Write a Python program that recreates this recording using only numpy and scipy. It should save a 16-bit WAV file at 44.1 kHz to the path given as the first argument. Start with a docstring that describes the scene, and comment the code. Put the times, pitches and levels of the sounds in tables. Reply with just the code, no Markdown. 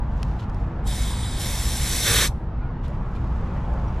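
"""Outdoors, distant engines and traffic rumble and hum. A glove and sleeve rustle, and a brass valve
ticks as the hand eases it open. Escaping gas starts as a thin hiss, widens to a spray, roars for a
moment as a plume of mist shoots out, and is shut off. A close echo from the ground colours the jet.
A faint fizz lingers, followed by a few small squeaks, rustles and ticks."""
import sys
import numpy as np
from scipy import signal
from scipy.fft import rfft, irfft
from scipy.io import wavfile
from scipy.ndimage import uniform_filter1d, map_coordinates

SR = 44100
rng = np.random.default_rng(int(sys.argv[2]) if len(sys.argv) > 2 else 0)


def unload_wav(signal):
    """Save mono or channel-first audio to the path in sys.argv[1] as 16-bit WAV at rate SR, clipped to [-1, 1]."""
    wavfile.write(
        sys.argv[1],
        SR,
        np.round(np.clip(np.atleast_2d(signal).T, -1, 1) * 32767).astype(np.int16),
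    )


N = 176400
T = np.arange(N) / SR  # time of each sample [s]
FREQS = np.fft.rfftfreq(N, 1 / SR)  # frequency of each slot in a spectrum [Hz]


def amp(db):
    """Turns decibels into a number to multiply by."""
    return 10 ** (np.asarray(db) / 20)


def unit(x):
    """Scales a signal to an average power of 1."""
    return x / np.sqrt(np.mean(x ** 2) + 1e-20)


def read(points):
    """Joins a table's points to give a value at every frequency, on a log scale."""
    hz, value = np.transpose(points)
    return np.interp(np.log(FREQS + 1), np.log(np.abs(hz) + 1), value)


def level(points):
    """Joins (time [s], level [dB]) points to give a gain at every sample."""
    return amp(np.interp(T, *np.transpose(points)))


def shape(colour, low_hz):
    """Gain at every frequency for a tone colour, turned down below low_hz."""
    low_cut = .001 + 1 / np.sqrt(1 + (low_hz / (FREQS + 1)) ** 8)
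    return amp(read(colour)) * low_cut


def wander(rate_hz):
    """A smooth random wobble, mostly slower than rate_hz."""
    spectrum = rfft(rng.standard_normal(N))
    return unit(irfft(spectrum / np.sqrt(1 + (FREQS / rate_hz) ** 4), N))


def noise(colour, width, low_hz=0):
    """Stereo noise: both ears share a middle part, and an opposite side part adds width."""
    mid, side = rfft(rng.standard_normal((2, N)))
    share = amp(read(width))
    pair = np.array([mid + share * side, mid - share * side]) / np.hypot(1, share)
    return unit(irfft(pair * shape(colour, low_hz), N))


def eddies(x, depth_db, size=512):
    """Makes a sound swirl: random patches of time and frequency swell and sink."""
    slices = signal.stft(x, nperseg=size)[2]
    patches = rng.standard_normal(slices.shape[1:])
    patches = uniform_filter1d(patches, size=9, axis=0)  # smooth over frequency
    patches = uniform_filter1d(patches, size=6, axis=1)  # smooth over time
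    return signal.istft(slices * amp(depth_db * unit(patches)), nperseg=size)[1][:, :N]


def arch(start, length):
    """One soft swell, shaped like half a sine wave."""
    return np.sin(np.pi * np.clip((T - start) / length, 0, 1))


def echoes(x, fade_s, channels):
    """A crowd of random reflections that fades by 60 dB in fade_s seconds."""
    t = T[:SR // 2]
    tail = rng.standard_normal((channels, len(t))) * amp(-60 * t / fade_s) * (t > .001)
    return signal.fftconvolve(x, tail / np.linalg.norm(tail[0]), axes=1)[:, :N]


# Tone colours of the engines and far traffic: (frequency [Hz], relative level [dB])
RUMBLE_COLOUR = [(10, -17.5), (25, -6), (38, -6), (48, 1), (62, -0.5), (76, -8), (135, -10.5), (165, -14.5),
                 (235, -20), (300, -32), (500, -47.5), (15000, -140)]
TRAFFIC_COLOUR = [(150, 0), (400, -0.5), (600, -1.5), (930, 0.5), (1350, -7), (1900, -15.5), (3000, -25),
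                  (6000, -40.5), (9000, -55.5), (15000, -75.5)]
# How loud each one is: (time [s], level [dB])
RUMBLE_LEVEL = [(0, -24.5), (1.2, -24.5), (2.6, -26), (3.8, -23.5)]
TRAFFIC_LEVEL = [(0, -39.5), (.5, -39), (1.5, -38.5), (2.4, -42), (2.8, -40.5), (3.2, -38), (3.75, -37),
                 (4, -37)]
# Notes in the engine hum: (pitch [Hz], typical level [dB])
HUM_NOTES = [(248, -52), (334, -53.5), (468, -56)]
# How wide the street and the cloth sound: (frequency [Hz], side compared with middle [dB])
AIR_WIDTH = [(25, -37), (60, -41), (120, -49), (240, -26.5), (480, -17.5), (950, -14), (1890, -8.5),
             (7500, -6.5), (15000, -2.5)]


def street(hum_swing_db=2.5):
    """Distant engines rumble and hum unsteadily while far tyres slowly swell and fade."""
    hum = 0
    for hz, db in HUM_NOTES:
        loudness = amp(db + hum_swing_db * wander(2.9))
        pitch = hz * (1 + .008 * wander(6))
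        hum += loudness * unit(np.sin(2 * np.pi * np.cumsum(pitch) / SR))
    tyres = level(TRAFFIC_LEVEL) * eddies(noise(TRAFFIC_COLOUR, AIR_WIDTH), depth_db=1.56, size=2048)
    rumble = level(RUMBLE_LEVEL) * noise(RUMBLE_COLOUR, AIR_WIDTH)
    return rumble + tyres + hum


# Tone colours of rubbing cloth and of quick strokes: (frequency [Hz], relative level [dB])
CLOTH_COLOUR = [(800, -1), (2200, 4.5), (3500, -1.5), (5500, -5.5), (7600, -9), (8400, -15.5),
                (12500, -17.5), (15000, -33)]
STROKE_COLOUR = [(1200, -6), (2400, 2), (3300, 4.5), (5200, -4.5), (7500, -10.5), (8500, -16), (13000, -21),
                 (15000, -26)]
# How loudly the glove and sleeve rub: (time [s], level [dB])
RUBBING_LEVEL = [(0, -75), (.2, -55.5), (.36, -59), (.48, -66), (.6, -60), (.75, -70), (2.3, -79.5),
                 (2.79, -90), (2.89, -61), (3.03, -65.5), (3.2, -60.5), (3.5, -59.5), (3.75, -59), (4, -58)]
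# Quick strokes of the glove: (start [s], length [s], level [dB])
STROKES = [(.385, 0.033, -48.5), (.408, .045, -53.5), (2.825, 0.057, -53), (3.143, .035, -54)]


def glove():
    """Cloth rubs with a grainy rustle, and the glove brushes the valve a few times."""
    rubbing = level(RUBBING_LEVEL) * noise(CLOTH_COLOUR, AIR_WIDTH)
    swells = sum(amp(db) * arch(start, length) for start, length, db in STROKES)
    strokes = swells * noise(STROKE_COLOUR, AIR_WIDTH)
    grain = amp(1.8 * wander(200))
    return grain * eddies(rubbing + strokes, depth_db=1.0)


def snap(start, colour, low_hz):
    """One sharp click with the given tone colour and a total energy of 1."""
    gain = shape(colour, low_hz)
    log_gain = np.log(np.concatenate([gain, gain[-2:0:-1]]))
    phase = -signal.hilbert(log_gain).imag[:len(FREQS)]  # packs the energy at the click's front
    delay = 2 * np.pi * FREQS * start
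    click = irfft(gain * np.exp(1j * (phase - delay)), N)
    return click / np.linalg.norm(click)


# Ticks of the brass valve: (time [s], rattle level [dB], time to fade 60 dB [s], low cut [Hz])
TICKS = [(0.2302, -27, 0.0096, 500), (0.4976, -49, 0.014, 3100), (0.5454, -50.5, 0.013, 3600),
         (2.8815, -47, 0.015, 3200), (3.738, -52, 0.013, 2500)]
# Tone colour of a tick: (frequency [Hz], relative level [dB])
TICK_COLOUR = [(400, -6), (1150, 7), (1900, 1), (2700, 2), (4000, -2), (5600, -1), (7500, -13), (9300, -7),
               (11500, -18), (15000, -24)]
# How wide the ticks and the gas sound: (frequency [Hz], side compared with middle [dB])
VALVE_WIDTH = [(120, -41), (400, -17.5), (2000, -21), (6000, -12), (10000, -15.5), (11500, -13),
               (12300, -6.5), (13500, -2.5)]


def valve_ticks(snap_db=13, rise_s=.0006, tail_db=-34, tail_fade_s=.086):
    """The hand stops the brass ringing, so each tick is a snap, a short rattle and a faint tail."""
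    ticks = np.zeros((2, N))
    for start, db, fade_s, low_hz in TICKS:
        age = np.maximum(T - start, 0)
        rise = np.minimum(age / rise_s, 1)
        fade = amp(-60 * age / fade_s) + amp(tail_db - 60 * age / tail_fade_s)
        rattle = rise * fade * noise(TICK_COLOUR, VALVE_WIDTH, low_hz)
        ticks += amp(db) * (amp(snap_db) * snap(start, TICK_COLOUR, low_hz) + rattle)
    return ticks


# Tone colours of the thin leak, broad spray and roaring plume: (frequency [Hz], relative level [dB])
LEAK_COLOUR = [(500, -23), (1400, -3.5), (2300, 1.5), (2700, -3.5), (3250, 5), (3900, 3.5), (4100, -2.5),
               (5050, 5.5), (5550, -21), (6100, 1), (6750, -10.5), (7100, -1.5), (8500, 2), (9000, 1),
               (9700, -1.5), (10050, -12.5), (12600, -18), (14000, -29)]
SPRAY_COLOUR = [(400, -5), (1200, -4), (2400, 0), (2800, 0), (3100, 2), (4000, 2), (5000, 3), (7400, 2),
                (8500, 0), (9800, 2), (10500, -2), (12600, -1.5), (13500, -10.5), (15200, -19)]
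ROAR_COLOUR = [(100, 6.5), (300, -3), (520, 2), (860, -3), (1100, 3), (1750, 1), (2100, -3.5), (2350, -1.5),
               (2850, -2), (3050, 4.5), (3650, 2), (4400, -3.5), (8000, -11), (15000, -17.5)]
# How loud the spray and roar are while the valve is open: (time [s], level [dB])
SPRAY_LEVEL = [(.87, -42), (.97, -38), (1.08, -40), (1.15, -47), (1.365, -47), (1.405, -33), (1.62, -33.5),
               (1.82, -31.5), (1.92, -27.5), (2.02, -27), (2.07, -22.5), (2.17, -22.5), (2.245, -23.5),
               (2.28, -30.5)]
ROAR_LEVEL = [(1.7, -54), (1.9, -40.5), (2.02, -39), (2.07, -25), (2.15, -22), (2.225, -22), (2.255, -23.5),
              (2.28, -38)]
OPEN_S, SHUT_S = .8736, 2.277  # when the valve is open, and when it starts to shut
OPEN_RISE_S, SHUT_FALL_S = .044, .031  # time to rise or fall by 40 dB
SPIT_FADE_S, FIZZ_FADE_S = .11, .55  # time to fade by 60 dB


def gas_jet(leak_db=-39, spit_db=-42, fizz_db=-62.5, sputter_db=.5, sputter_hz=90):
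    """Leak, spray and roar rush through one valve, so they sputter and stop together."""
    closed = np.maximum(OPEN_S - T, 0) / OPEN_RISE_S + np.maximum(T - SHUT_S, 0) / SHUT_FALL_S
    valve = amp(-40 * closed)
    hiss = noise(SPRAY_COLOUR, VALVE_WIDTH)
    spray = level(SPRAY_LEVEL) * hiss
    leak = amp(leak_db) * noise(LEAK_COLOUR, VALVE_WIDTH)
    roar = level(ROAR_LEVEL) * noise(ROAR_COLOUR, VALVE_WIDTH)
    # A bright spit as the seal cracks open.
    spit_level = amp(spit_db - 60 * abs(T - OPEN_S) / SPIT_FADE_S)
    spit = spit_level * noise(SPRAY_COLOUR, VALVE_WIDTH, low_hz=8000)
    # Gas left in the nozzle fizzes out after the valve shuts.
    fizz = (T > SHUT_S) * amp(fizz_db - 60 * abs(T - SHUT_S) / FIZZ_FADE_S) * hiss
    gas = eddies(leak + spray + roar + spit, depth_db=.9)
    sputter = amp(sputter_db * wander(sputter_hz))
    return gas * valve * sputter + fizz


# The ground echo comes sooner as the hand settles: (time [s], delay [s])
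GROUND_DELAY = [(1.1, .000537), (1.6, .00053), (2.15, .000514)]
# How much louder the jet is on the left: (frequency [Hz], left minus right [dB])
EAR_BALANCE = [(200, -0.5), (1500, -0.9), (2300, -1.5), (5000, -.3), (8000, -.6), (11000, 0.3), (12200, 5),
               (13500, -0.5)]
# How far its wave is ahead on the left: (frequency [Hz], phase lead [radians])
EAR_PHASE = [(700, 0), (1900, 0.33), (2300, 0.5), (3500, 0.4), (6000, 0.42), (10000, 0.14), (12300, 1),
             (13300, -1.5)]


def outdoors(jet, ground_gain=.4, scatter_db=-12.5, yard_db=-22):
    """The jet bounces off the ground and nearby things, and reaches the ears slightly out of step."""
    echo_samples = (T - np.interp(T, *np.transpose(GROUND_DELAY))) * SR
    bounce = np.array([map_coordinates(side, [echo_samples], order=3) for side in jet])
    # So close an echo boosts some frequencies and weakens others.
    coloured = (jet + ground_gain * bounce) / np.hypot(1, ground_gain)
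    left = amp(read(EAR_BALANCE) / 2) * np.exp(.5j * read(EAR_PHASE))
    near = irfft(rfft(coloured) * np.array([left, 1 / left]), N)
    scatter = amp(scatter_db) * echoes(near, fade_s=.07, channels=1)  # off a chair frame and stones
    yard = amp(yard_db) * echoes(near, fade_s=.18, channels=2)
    return near + scatter + yard


# Faint squeaks: (start [s], length [s], pitch [Hz], level [dB], wobble [share of the pitch])
SQUEAKS = [(2.59, .14, 1445, -48, .008), (2.612, .045, 2400, -55.5, .015), (3.875, 0.016, 5760, -55.5, .04)]


def squeaks():
    """Short, faint tones with a shaky pitch."""
    tones = np.zeros(N)
    for start, length, hz, db, wobble in SQUEAKS:
        pitch = hz * (1 + wobble * wander(200))
        tones += amp(db) * arch(start, length) * np.sin(2 * np.pi * np.cumsum(pitch) / SR)
    return tones


def scene():
    """Adds the gas jet and its echoes to the handling sounds and the street."""
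    return outdoors(gas_jet()) + valve_ticks() + glove() + street() + squeaks()


def record(dry, top_hz=15400):
    """Cuts away the very highest treble."""
    low_pass = signal.firwin(511, top_hz, window=("kaiser", 9), fs=SR)
    return signal.oaconvolve(dry, low_pass[None], "same")


dry = scene()
out = record(dry)
unload_wav(out)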